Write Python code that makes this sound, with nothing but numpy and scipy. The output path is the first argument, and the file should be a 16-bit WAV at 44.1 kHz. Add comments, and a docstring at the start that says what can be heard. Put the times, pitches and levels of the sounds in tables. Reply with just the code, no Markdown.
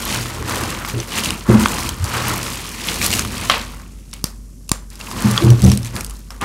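"""Dry soap shards crackle first, raked by two hands on a hollow table top close to one microphone.
Each shard contact excites a short damped resonance; single pieces snap with fracture noise and a ring.
The table booms as hands and raked shards drive its modes, and jolts add damped low swings.
A mains hum, room rumble and microphone hiss lie below; loud moments overload the recorder."""
import sys
import numpy as np
from scipy import signal
from scipy.fft import rfft, irfft
from scipy.io import wavfile
from scipy.ndimage import uniform_filter1d

SR = 44100
rng = np.random.default_rng(int(sys.argv[2]) if len(sys.argv) > 2 else 0)


def wav_record(signal):
    """Record a signal, one row per channel, as 16-bit PCM in the file named by sys.argv[1]."""
    frames = np.transpose(np.atleast_2d(signal))
    bounded = np.clip(frames, -1, 1)
    # unit amplitude maps onto the largest positive 16-bit level
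    quanta = np.round(bounded * 32767).astype(np.int16)
    wavfile.write(sys.argv[1], SR, quanta)


N = 284004

# Movements of shards in the heap. Each row: start in seconds, rise in seconds, hold in seconds,
# fall in dB per second, then the levels of fine crumbs, flakes and big chunks in dB.
STROKES = [(-0.25, .36, 0.032, 57, -27, -28, -28.5), (0.25, 0.02, 0.15, 80, -53, -47, -35.5),
           (0.44, 0.051, 0.054, 29, -30, -29.5, -24.5), (0.87, 0.019, 0.005, 237, -31.5, -33, -34),
           (0.96, 0.026, 0.0075, 193, -37.5, -33.5, -61.5), (1.07, .11, 0.012, 248, -25.5, -23, -26),
           (1.21, 0.035, 0.0092, 85, -29.5, -27.5, -28), (1.45, 0.053, 0.023, 41, -32.5, -32.5, -23),
           (1.52, .10, 0.23, 104, -29.5, -32, -31), (1.98, 0.085, 0.045, 60, -33.5, -35, -30),
           (2.10, 0.047, 0.034, 66, -31.5, -27, -23), (2.16, 0.11, 0.049, 56, -30.5, -30, -28),
           (2.36, 0.082, 0.062, 17, -33, -34, -36.5), (2.72, 0.18, 0.025, 72.5, -28, -27.5, -30.5),
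           (2.99, 0.047, 0.0081, 170, -20.5, -23.5, -26.5), (3.09, 0.036, 0.043, 108, -24.5, -27, -28.5),
           (3.27, 0.063, 0.23, 106, -35, -34, -33.5), (3.495, 0.003, 0.012, 161.5, -36.5, -17, -18.5),
           (3.58, 0.017, 0.14, 101, -47.5, -53, -44.5), (3.74, 0.061, 0.033, 186, -62, -57, -47.5),
           (4.13, 0.0045, 0.0054, 191, -44.5, -41.5, -45.5),
           (4.242, 0.0026, 0.0092, 190, -37.5, -43.5, -39), (4.717, 0.0072, 0.0081, 176, -42, -44, -36),
           (4.89, 0.029, 0.027, 90, -47, -50.5, -51), (4.98, 0.022, 0.14, 40, -43, -43, -40.5),
           (5.05, 0.19, .14, 45, -31, -32.5, -27.5), (5.59, 0.051, 0.093, 326, -33, -35, -48),
           (5.77, 0.096, 0.0092, 215, -39.5, -40, -40.5), (5.92, 0.049, 0.008, 187, -32.5, -37.5, -29),
           (6.02, 0.085, 0.027, 72, -47, -53, -51), (6.305, 0.0056, 0.0086, 132, -48, -51, -42.5),
           (6.405, 0.012, 0.028, 103, -39, -32, -21)]
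# The heap settling by itself. Columns: levels of crumbs, flakes and chunks in dB.
HEAP_AT_REST_DB = (-58.5, -81, -68)
# Contact spectra of three shard sizes. Each row: frequency in Hz, relative level in dB.
CRUMB_SPECTRUM = [(4500, -4), (6400, -6), (9000, -6.5), (11300, -12.5), (14000, -15), (16000, -38)]
FLAKE_SPECTRUM = [(1800, 2.5), (2600, 7.5), (3500, 0.5), (4500, 0.5)]
CHUNK_SPECTRUM = [(450, 2), (700, -2.5), (1050, 6), (1400, 1), (2000, -4.5)]
# Single pieces breaking or landing. Each row: start in seconds, level of the whole event in dB,
# dull part in dB and bright part in dB (both before a fixed offset), ring of the piece in Hz.
SNAPS = [(0.257, -16.5, 8, -15, 3200), (0.425, -17.5, 8, -5, 1960), (0.495, -20, -12.5, 6, 4000),
         (0.636, -10.5, -1, -5, 2720), (0.848, -9.5, 2, -23, 2200), (1.001, -7.5, -13, -15.5, 6030),
         (1.179, -13, 6, -6.5, 2900), (1.236, -1.5, -26, -13, 3030), (1.246, -5, -18, -6.5, 6950),
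         (1.258, -4, -10, -9, 2730), (1.289, -9, -17, -19, 3850), (1.305, -2.5, -7.5, -9, 2830),
         (1.65, -11, -10, -15, 6000), (1.658, -2.5, 10.5, -21, 3330), (1.684, -17, -20, -9, 5200),
         (1.741, -13, -20, -7, 8750), (1.784, -7, 1, -18, 1850), (1.891, -8, -23, -1.5, 3200),
         (2.042, -13, -31, -0.5, 4600), (2.141, -15.5, 12.5, -18, 2350), (2.17, -11, 9, -17, 2010),
         (2.43, -13.5, -20, -1, 5800), (2.886, -1, -21, -22, 3380), (3.015, -2.5, -16, -24.5, 2340),
         (3.027, -3.5, -17, -16, 2570), (3.062, -4.5, -32, -4, 4340), (3.104, -7, -3, -6, 4790),
         (3.115, -8, -20, -6, 7250), (3.128, -2.5, -15, -11, 2850), (3.137, -1, -25, -8, 2800),
         (3.193, -3, -2.5, -4.5, 6500), (3.249, -19, 12, 0, 3080), (3.412, -22, -6, 5, 4330),
         (3.498, 8, 2.5, -36, 3180), (3.513, -14, 3, -4, 4300), (3.798, -34, 14, -2, 2300),
         (3.862, -33, -8, -22, 2700), (4.113, -33.5, -20, -1, 6470), (4.130, -15.5, -16, -19, 5430),
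         (4.133, -21, -1.5, -8, 4430), (4.137, -21.5, -21, 2, 8860), (4.241, -3, -11.5, -1.5, 4860),
         (4.679, -33, -25, -7, 8410), (4.691, -28, -5, 6.5, 2800), (4.693, -14.5, -8, 2, 2780),
         (4.7159, 1, 1.5, -1, 7320), (4.955, -25.5, -24, -3, 5070), (4.902, -35, -21, 7, 6940),
         (5.001, -23, -15, -4, 8920), (5.011, -12.5, -20, -26, 2750), (5.113, -15, 2, -8, 5010),
         (5.222, -19.5, -4, 4, 4300), (5.377, 4.5, -8.5, -22, 3350), (5.421, -12, -8, -15, 3970),
         (5.503, -4, -31, -6, 5760), (5.619, -19, -26, 4, 7720), (5.641, -15, -6, 3.5, 3570),
         (5.648, -9, -22, -4, 6140), (5.663, -13, -18, -8, 4000), (5.699, -8.5, -22, -14, 6000),
         (5.717, -4, -4.5, -7, 5600), (5.774, -8.5, -33, -4.5, 8350), (5.83, -19, -15, -5, 5300),
         (5.847, -18, -26, -4, 6250), (5.857, -15.5, -16, -6, 2470), (5.964, -13, -5, -6, 2340),
         (6.008, -12.5, -6, -2, 2430), (6.046, -18.5, -33, 4.5, 6700), (6.064, -28.5, -28, 8, 8800),
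         (6.097, -27, 4, 4.5, 7900), (6.108, -24, -8, 0, 2920), (6.305, -19.5, 5, -7, 5370),
         (6.412, -13.5, -8, -5, 2600)]
# A hand comes down or pushes on the table. Each row: start in seconds, rise in seconds, hold in seconds,
# fall in dB per second, then the levels of first mode, second mode, upper modes and slow sway in dB.
PRESSES = [(0.11, .07, 0.035, 98, -25.5, -50, -37, -35), (0.28, 0.13, 0.04, 56.5, -31, -37, -33, -29),
           (0.55, .05, 0.019, 57, -32.5, -33, -32, -30),
           (0.93, 0.012, 0.052, 346, -21.5, -42.5, -27.5, -30),
           (1.17, 0.11, 0.023, 120, -38, -29, -35, -32), (1.48, 0.017, 0.027, 296, -8, -7.5, -14.5, -16),
           (1.53, 0.018, 0.0067, 358, -17, -6, -24, -28),
           (1.575, 0.018, 0.024, 248, -49, -11.5, -27, -20.5),
           (1.78, 0.093, 0.017, 110, -33, -37, -37, -27), (1.995, 0.018, 0.031, 358, -26.5, -55, -56, -17),
           (2.08, 0.1, 0.041, 50, -24.5, -60, -41, -30), (2.2, 0.095, 0.015, 87, -46, -37, -31, -41),
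           (2.9, 0.12, 0.25, 30, -36.5, -32.5, -39, -29.5), (5.12, 0.021, 0.055, 98, -39, -31, -38, -36),
           (5.238, 0.014, 0.014, 278, -14, -9, -31, -26), (5.27, 0.057, 0.009, 190, -18.5, -24, -40, -34),
           (5.405, 0.02, 0.033, 143, -32, -37, -17, -28.5),
           (5.428, 0.016, 0.032, 300, -5.5, -16.5, -25, -20), (5.48, 0.025, 0.015, 302, -3, -24, -25, -20),
           (5.57, 0.015, 0.011, 200, -28, -33, -36, -20), (5.62, 0.016, 0.044, 183.5, -8, -8, -22, -10),
           (5.72, 0.067, 0.014, 81, -23, -48, -54, -33), (5.93, 0.014, 0.0077, 131, -49, -30.5, -37, -29.5),
           (6.40, 0.029, 0.026, 100, -49, -34, -29, -39)]
# The same four table parts with the hands off. Columns: levels in dB.
TABLE_AT_REST_DB = (-61, -59, -56.5, -49)
# The four parts under raking. Columns: levels in dB relative to the weaker of crumbs and chunks.
RUB_DB = (-12, -1.5, -5.5, -6)
# Clear table modes. 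Columns: frequency in Hz, rms pitch wander in Hz, rms level flutter in dB.
FIRST_MODE = (119, 2, 1.5)
SECOND_MODE = (207, 7, 2.0)
THIRD_MODE = (341, 4, 2.0)
# Broad table modes under light touch. Each row: frequency in Hz, width in Hz, relative level in dB.
SECOND_RUMBLE = [(157.2, 6.4, -8), (185, 96, -1.5), (248.7, 18.5, -3.5)]
UPPER_RUMBLE = [(316.3, 75, 5.5), (452, 57, 0), (528, 78, -3.5)]
# Slow sway of the table. Columns: frequency in Hz, width of each of two filter passes in Hz.
TABLE_SWAY = (80, 35)
# Jolts through the table. Each row: start in seconds, starting level in dB, starting pitch in Hz.
JOLTS = [(4.241, -6.5, 250), (4.716, 0, 270), (6.425, -12.5, 180)]
# Shape of the rumble and hiss. Each row: frequency in Hz, relative spectral level in dB.
ROOM_NOISE = [(30, -24.5), (60, -30), (120, -8.5), (250, -9.5), (400, -45.5), (1000, -63), (3500, -59),
              (5500, -35), (9000, -36.5), (12000, -38), (16000, -70.5)]

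RISE_FROM_DB = -16.5   # a movement starts this far below its full level
KNOCK_HZ = 1134   # dull ring of the heap under a landing piece
FIRM_DB = -27   # pressure level around which a mode turns from rumbling to ringing clear
ROOM_T60_S, ROOM_DB, WALL_CUT_HZ = .25, -19, 11000
ROOM_NOISE_DB, HUM_HZ, HUM_DB = -45.5, 48.9, -35.5
CUTOFF_HZ = 15750   # top edge of the recorder's band


def from_db(db):
    """Logarithmic level: decibels become an amplitude gain."""
    return 10 ** (np.asarray(db) / 20)


def rms_one(x):
    """Normalisation: a signal is scaled to unit rms."""
    return x / np.sqrt(np.mean(x ** 2) + 1e-20)


def at_hz(points, hz):
    """Spectral interpolation: levels are read along a logarithmic frequency axis."""
    table_hz, level_db = np.array(points).T
    return np.interp(np.log(hz), np.log(table_hz), level_db)


def drift(rate_hz):
    """Slow random modulation: coarse noise through a double one-pole low-pass, with unit rms."""
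    step = 20   # samples between coarse values
    pole = np.exp(-2 * np.pi * step * rate_hz / SR)
    coarse = rng.standard_normal(N // step + 2002)
    slow = signal.lfilter([1], [1, -2 * pole, pole * pole], coarse)[2000:]   # drop the run-in
    return np.interp(np.arange(N) / step, np.arange(len(slow)), rms_one(slow))


def resonance(x, hz, width_hz):
    """Damped oscillator: a two-pole band-pass with gain 1 on top."""
    r = np.exp(-np.pi * width_hz / SR)
    feedforward = [(1 - r * r) / 2, 0, (r * r - 1) / 2]
    feedback = [1, -2 * r * np.cos(2 * np.pi * hz / SR), r * r]
    return signal.lfilter(feedforward, feedback, x + 1e-18)


def band(x, low_hz, high_hz):
    """Band limitation: a Butterworth band-pass."""
    edges_hz = [low_hz, min(high_hz, .45 * SR)]
    return signal.sosfilt(signal.butter(2, edges_hz, "band", fs=SR, output="sos"), x)


def evened(x, span_s):
    """Steady drive: division by the running rms holds a ringing near constant level."""
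    power = uniform_filter1d(rms_one(x) ** 2, size=int(span_s * SR))
    return rms_one(x / np.sqrt(power + 0.033))


def gestures(rows, rest_db):
    """Incoherent addition: powers of rising, held and falling movements sum over rest, one dB curve a part."""
    t = np.arange(N) / SR
    power = from_db(2 * np.array(rest_db)[:, None])
    for start, rise, hold, fall, *levels_db in rows:
        since = t - start
        rise_db = RISE_FROM_DB * np.clip(1 - since / max(rise, .001), 0, 1)
        fall_db = fall * np.maximum(since - rise - hold, 0)
        onset = np.clip(since / .005, 0, 1) ** 2   # 5 ms fade-in
        part_power = from_db(2 * np.array(levels_db)[:, None])
        power = power + part_power * from_db(2 * (rise_db - fall_db)) * onset
    return 10 * np.log10(power)


def crackle(spectrum, per_s, spread_db, clump_db, cycles, rustle_db, count):
    """Impulsive excitation: clumped random contacts ring shards of several sizes, over a rustle of dust."""
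    born = rng.random(N) < per_s * from_db(clump_db * drift(120)) / SR
    strength = from_db(spread_db * np.minimum(rng.exponential(1, N), 5))
    hits = born * strength * rng.choice([-1, 1], N)
    shard = rng.integers(0, count, N)   # which resonator each contact excites
    dust = rng.standard_normal(N)
    out = 0
    for k, hz in enumerate(np.geomspace(spectrum[0][0], spectrum[-1][0], count)):
        rustle = from_db(rustle_db) * np.roll(dust, 997 * k)   # shifted so that resonators differ
        contacts = rms_one(hits * (shard == k)) + rustle
        ringing = resonance(contacts, hz, hz / cycles)
        out = out + from_db(at_hz(spectrum, hz)) * resonance(ringing, hz, 0.9 * hz)
    return rms_one(out)


def flake_ticks(per_s):
    """Impulse decay: lone flakes tip over as sharp noise bursts in three bands, each falling 60 dB in 4 ms."""
    out = 0
    for low_hz, high_hz in [(1500, 4440), (3500, 7800), (6000, 14000)]:
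        clicks = (rng.random(N) < per_s / SR) * from_db(4.5 * rng.standard_normal(N))
        decay = from_db(-60 / (.004 * SR))   # gain per sample
        envelope = signal.lfilter([1], [1, -decay], clicks + 1e-18)
        out = out + envelope * rms_one(band(rng.standard_normal(N), low_hz, high_hz))
    return out


def snaps():
    """Brittle fracture: noise builds within 1 ms, knocks dully on the heap and rings the piece itself."""
    size = 2048
    out = np.zeros(N + size)
    t = np.arange(size) / SR
    fracture = rng.standard_normal((len(SNAPS), 3, size))
    build = np.minimum(t / .001, 1)
    fall_db = -60 * t / .012   # middle noise and ring fall 60 dB in 12 ms
    for (start, level_db, dull_db, bright_db, hz), noise in zip(SNAPS, fracture):
        knock = np.sin(2 * np.pi * KNOCK_HZ * t) + .5 * evened(band(noise[0], 750, 1800), .003)
        dull = from_db(dull_db - 5.5 - 60 * t / 0.013) * knock
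        middle = from_db(-9 + fall_db) * evened(band(noise[1], 2300, 5200), .003)
        bright = from_db(bright_db + 3 - 60 * t / .008) * evened(band(noise[2], 5000, 11000), .003)
        ring = from_db(-4 + fall_db) * np.sin(2 * np.pi * hz * t)
        at = int(start * SR)
        out[at:at + size] += from_db(level_db) * build * (dull + middle + bright + ring)
    return out[:N]


def soap_shards(crumbs_db, flakes_db, chunks_db):
    """Size and pitch: crumbs, flakes and chunks ring in successively lower bands, and single pieces snap."""
    crumbs = crackle(CRUMB_SPECTRUM, per_s=2700, spread_db=1.5, clump_db=7.5, cycles=2, rustle_db=-5, count=10)
    # flakes tip only while the heap moves
    moving = np.sqrt(1 - from_db(2 * np.minimum(HEAP_AT_REST_DB[0] - crumbs_db, 0)))
    crumbs = crumbs + from_db(6) * moving * flake_ticks(per_s=85)
    flakes = crackle(FLAKE_SPECTRUM, per_s=900, spread_db=2.5, clump_db=5, cycles=6, rustle_db=-5, count=10)
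    chunks = crackle(CHUNK_SPECTRUM, per_s=770, spread_db=2.5, clump_db=3.5, cycles=8.5, rustle_db=-1.5, count=12)
    heap = from_db(crumbs_db) * crumbs + from_db(flakes_db) * flakes + from_db(chunks_db) * chunks
    return heap + snaps()


def held_mode(hz, wander_hz, flutter_db):
    """Sustained oscillation: friction keeps a table mode going; the hand's load shifts its pitch a little."""
    phase = 2 * np.pi * np.cumsum(hz + wander_hz * drift(6.13)) / SR
    return np.sqrt(2) * from_db(flutter_db * drift(15)) * np.sin(phase)


def rubbed_modes(modes):
    """Noise excitation: one friction noise drives broad table modes of alternating sign."""
    push = rng.standard_normal(N)
    rumble = 0
    for k, (hz, width_hz, db) in enumerate(modes):
        rumble = rumble + (-1) ** k * from_db(db) * rms_one(resonance(push, hz, width_hz))
    return evened(band(rumble, 47, 950), 0.099)


def pressed(level_db, mode, rumble, most_clear):
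    """Pressure-dependent friction: light touch only rumbles; firm pressure brings out the clear mode."""
    clear = most_clear / (1 + from_db(3 * (FIRM_DB - level_db)))   # share of the power
    return from_db(level_db) * (np.sqrt(clear) * held_mode(*mode) + np.sqrt(1 - clear) * rubbed_modes(rumble))


def jolts():
    """Damped oscillation: each low swing through the table is slower and much weaker than the last."""
    out = np.zeros(N)
    for start, level_db, hz in JOLTS:
        t = np.maximum(np.arange(N) / SR - start, 0)
        swing = np.sin(2 * np.pi * hz * t / (1 + 90 * t))
        out -= from_db(level_db - 14 * hz * t) * swing
    return out


def table(raked_db):
    """Forced vibration: raked shards and pressing hands drive the table's modes, and jolts add swings."""
    pressing_power = from_db(2 * gestures(PRESSES, TABLE_AT_REST_DB))
    raking_power = from_db(2 * (np.array(RUB_DB)[:, None] + raked_db))
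    first_db, second_db, upper_db, sway_db = 10 * np.log10(pressing_power + raking_power)
    sway = resonance(resonance(rng.standard_normal(N), *TABLE_SWAY), *TABLE_SWAY)
    out = from_db(first_db) * held_mode(*FIRST_MODE) + from_db(sway_db) * evened(sway, 0.073)
    out += pressed(second_db, SECOND_MODE, SECOND_RUMBLE, most_clear=.85)
    out += pressed(upper_db, THIRD_MODE, UPPER_RUMBLE, most_clear=.5)
    return out + jolts()


def room(x):
    """Reverberation: convolution with exponentially dying noise, dulled by the walls."""
    t = np.arange(SR // 2) / SR
    tail = rng.standard_normal(len(t)) * from_db(-60 * t / ROOM_T60_S) * (t > .003)
    tail = band(tail, 440, WALL_CUT_HZ)
    return signal.fftconvolve(x, tail / np.sqrt(np.sum(tail ** 2)))[:N]


def background():
    """Stationary noise: room rumble and microphone hiss share one spectrum, beside a slightly wavering hum."""
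    hz = np.maximum(np.fft.rfftfreq(N, 1 / SR), 1)
    shape = from_db(at_hz(ROOM_NOISE, hz)) * (hz > 20)
    noise = irfft(rfft(rng.standard_normal(N)) * shape, N)
    hum = np.sqrt(2) * np.sin(2 * np.pi * np.cumsum(HUM_HZ + 0.73 * drift(3.2)) / SR)
    return from_db(ROOM_NOISE_DB) * rms_one(noise) + from_db(HUM_DB + 2.5 * drift(7.3)) * hum


def scene():
    """Superposition: soap shards with the room's answer add to the table and the background."""
    crumbs_db, flakes_db, chunks_db = gestures(STROKES, HEAP_AT_REST_DB)
    soap = soap_shards(crumbs_db, flakes_db, chunks_db)
    # only broad movements, with crumbs and chunks together, drag on the table
    raked_db = uniform_filter1d(np.minimum(crumbs_db, chunks_db), size=4000)
    return (soap + from_db(ROOM_DB) * room(soap) + table(raked_db) + background())[None]


def record(dry):
    """Band limits and overload: the deepest bass is lost, peaks hit a hard ceiling, the top is cut."""
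    bass_cut = signal.sosfilt(signal.butter(2, 36, "high", fs=SR, output="sos"), dry)
    ceiling = np.clip(bass_cut, -.99, .99)
    return signal.sosfilt(signal.ellip(12, .2, 85, CUTOFF_HZ, fs=SR, output="sos"), ceiling)


dry = scene()
out = record(dry)
wav_record(out)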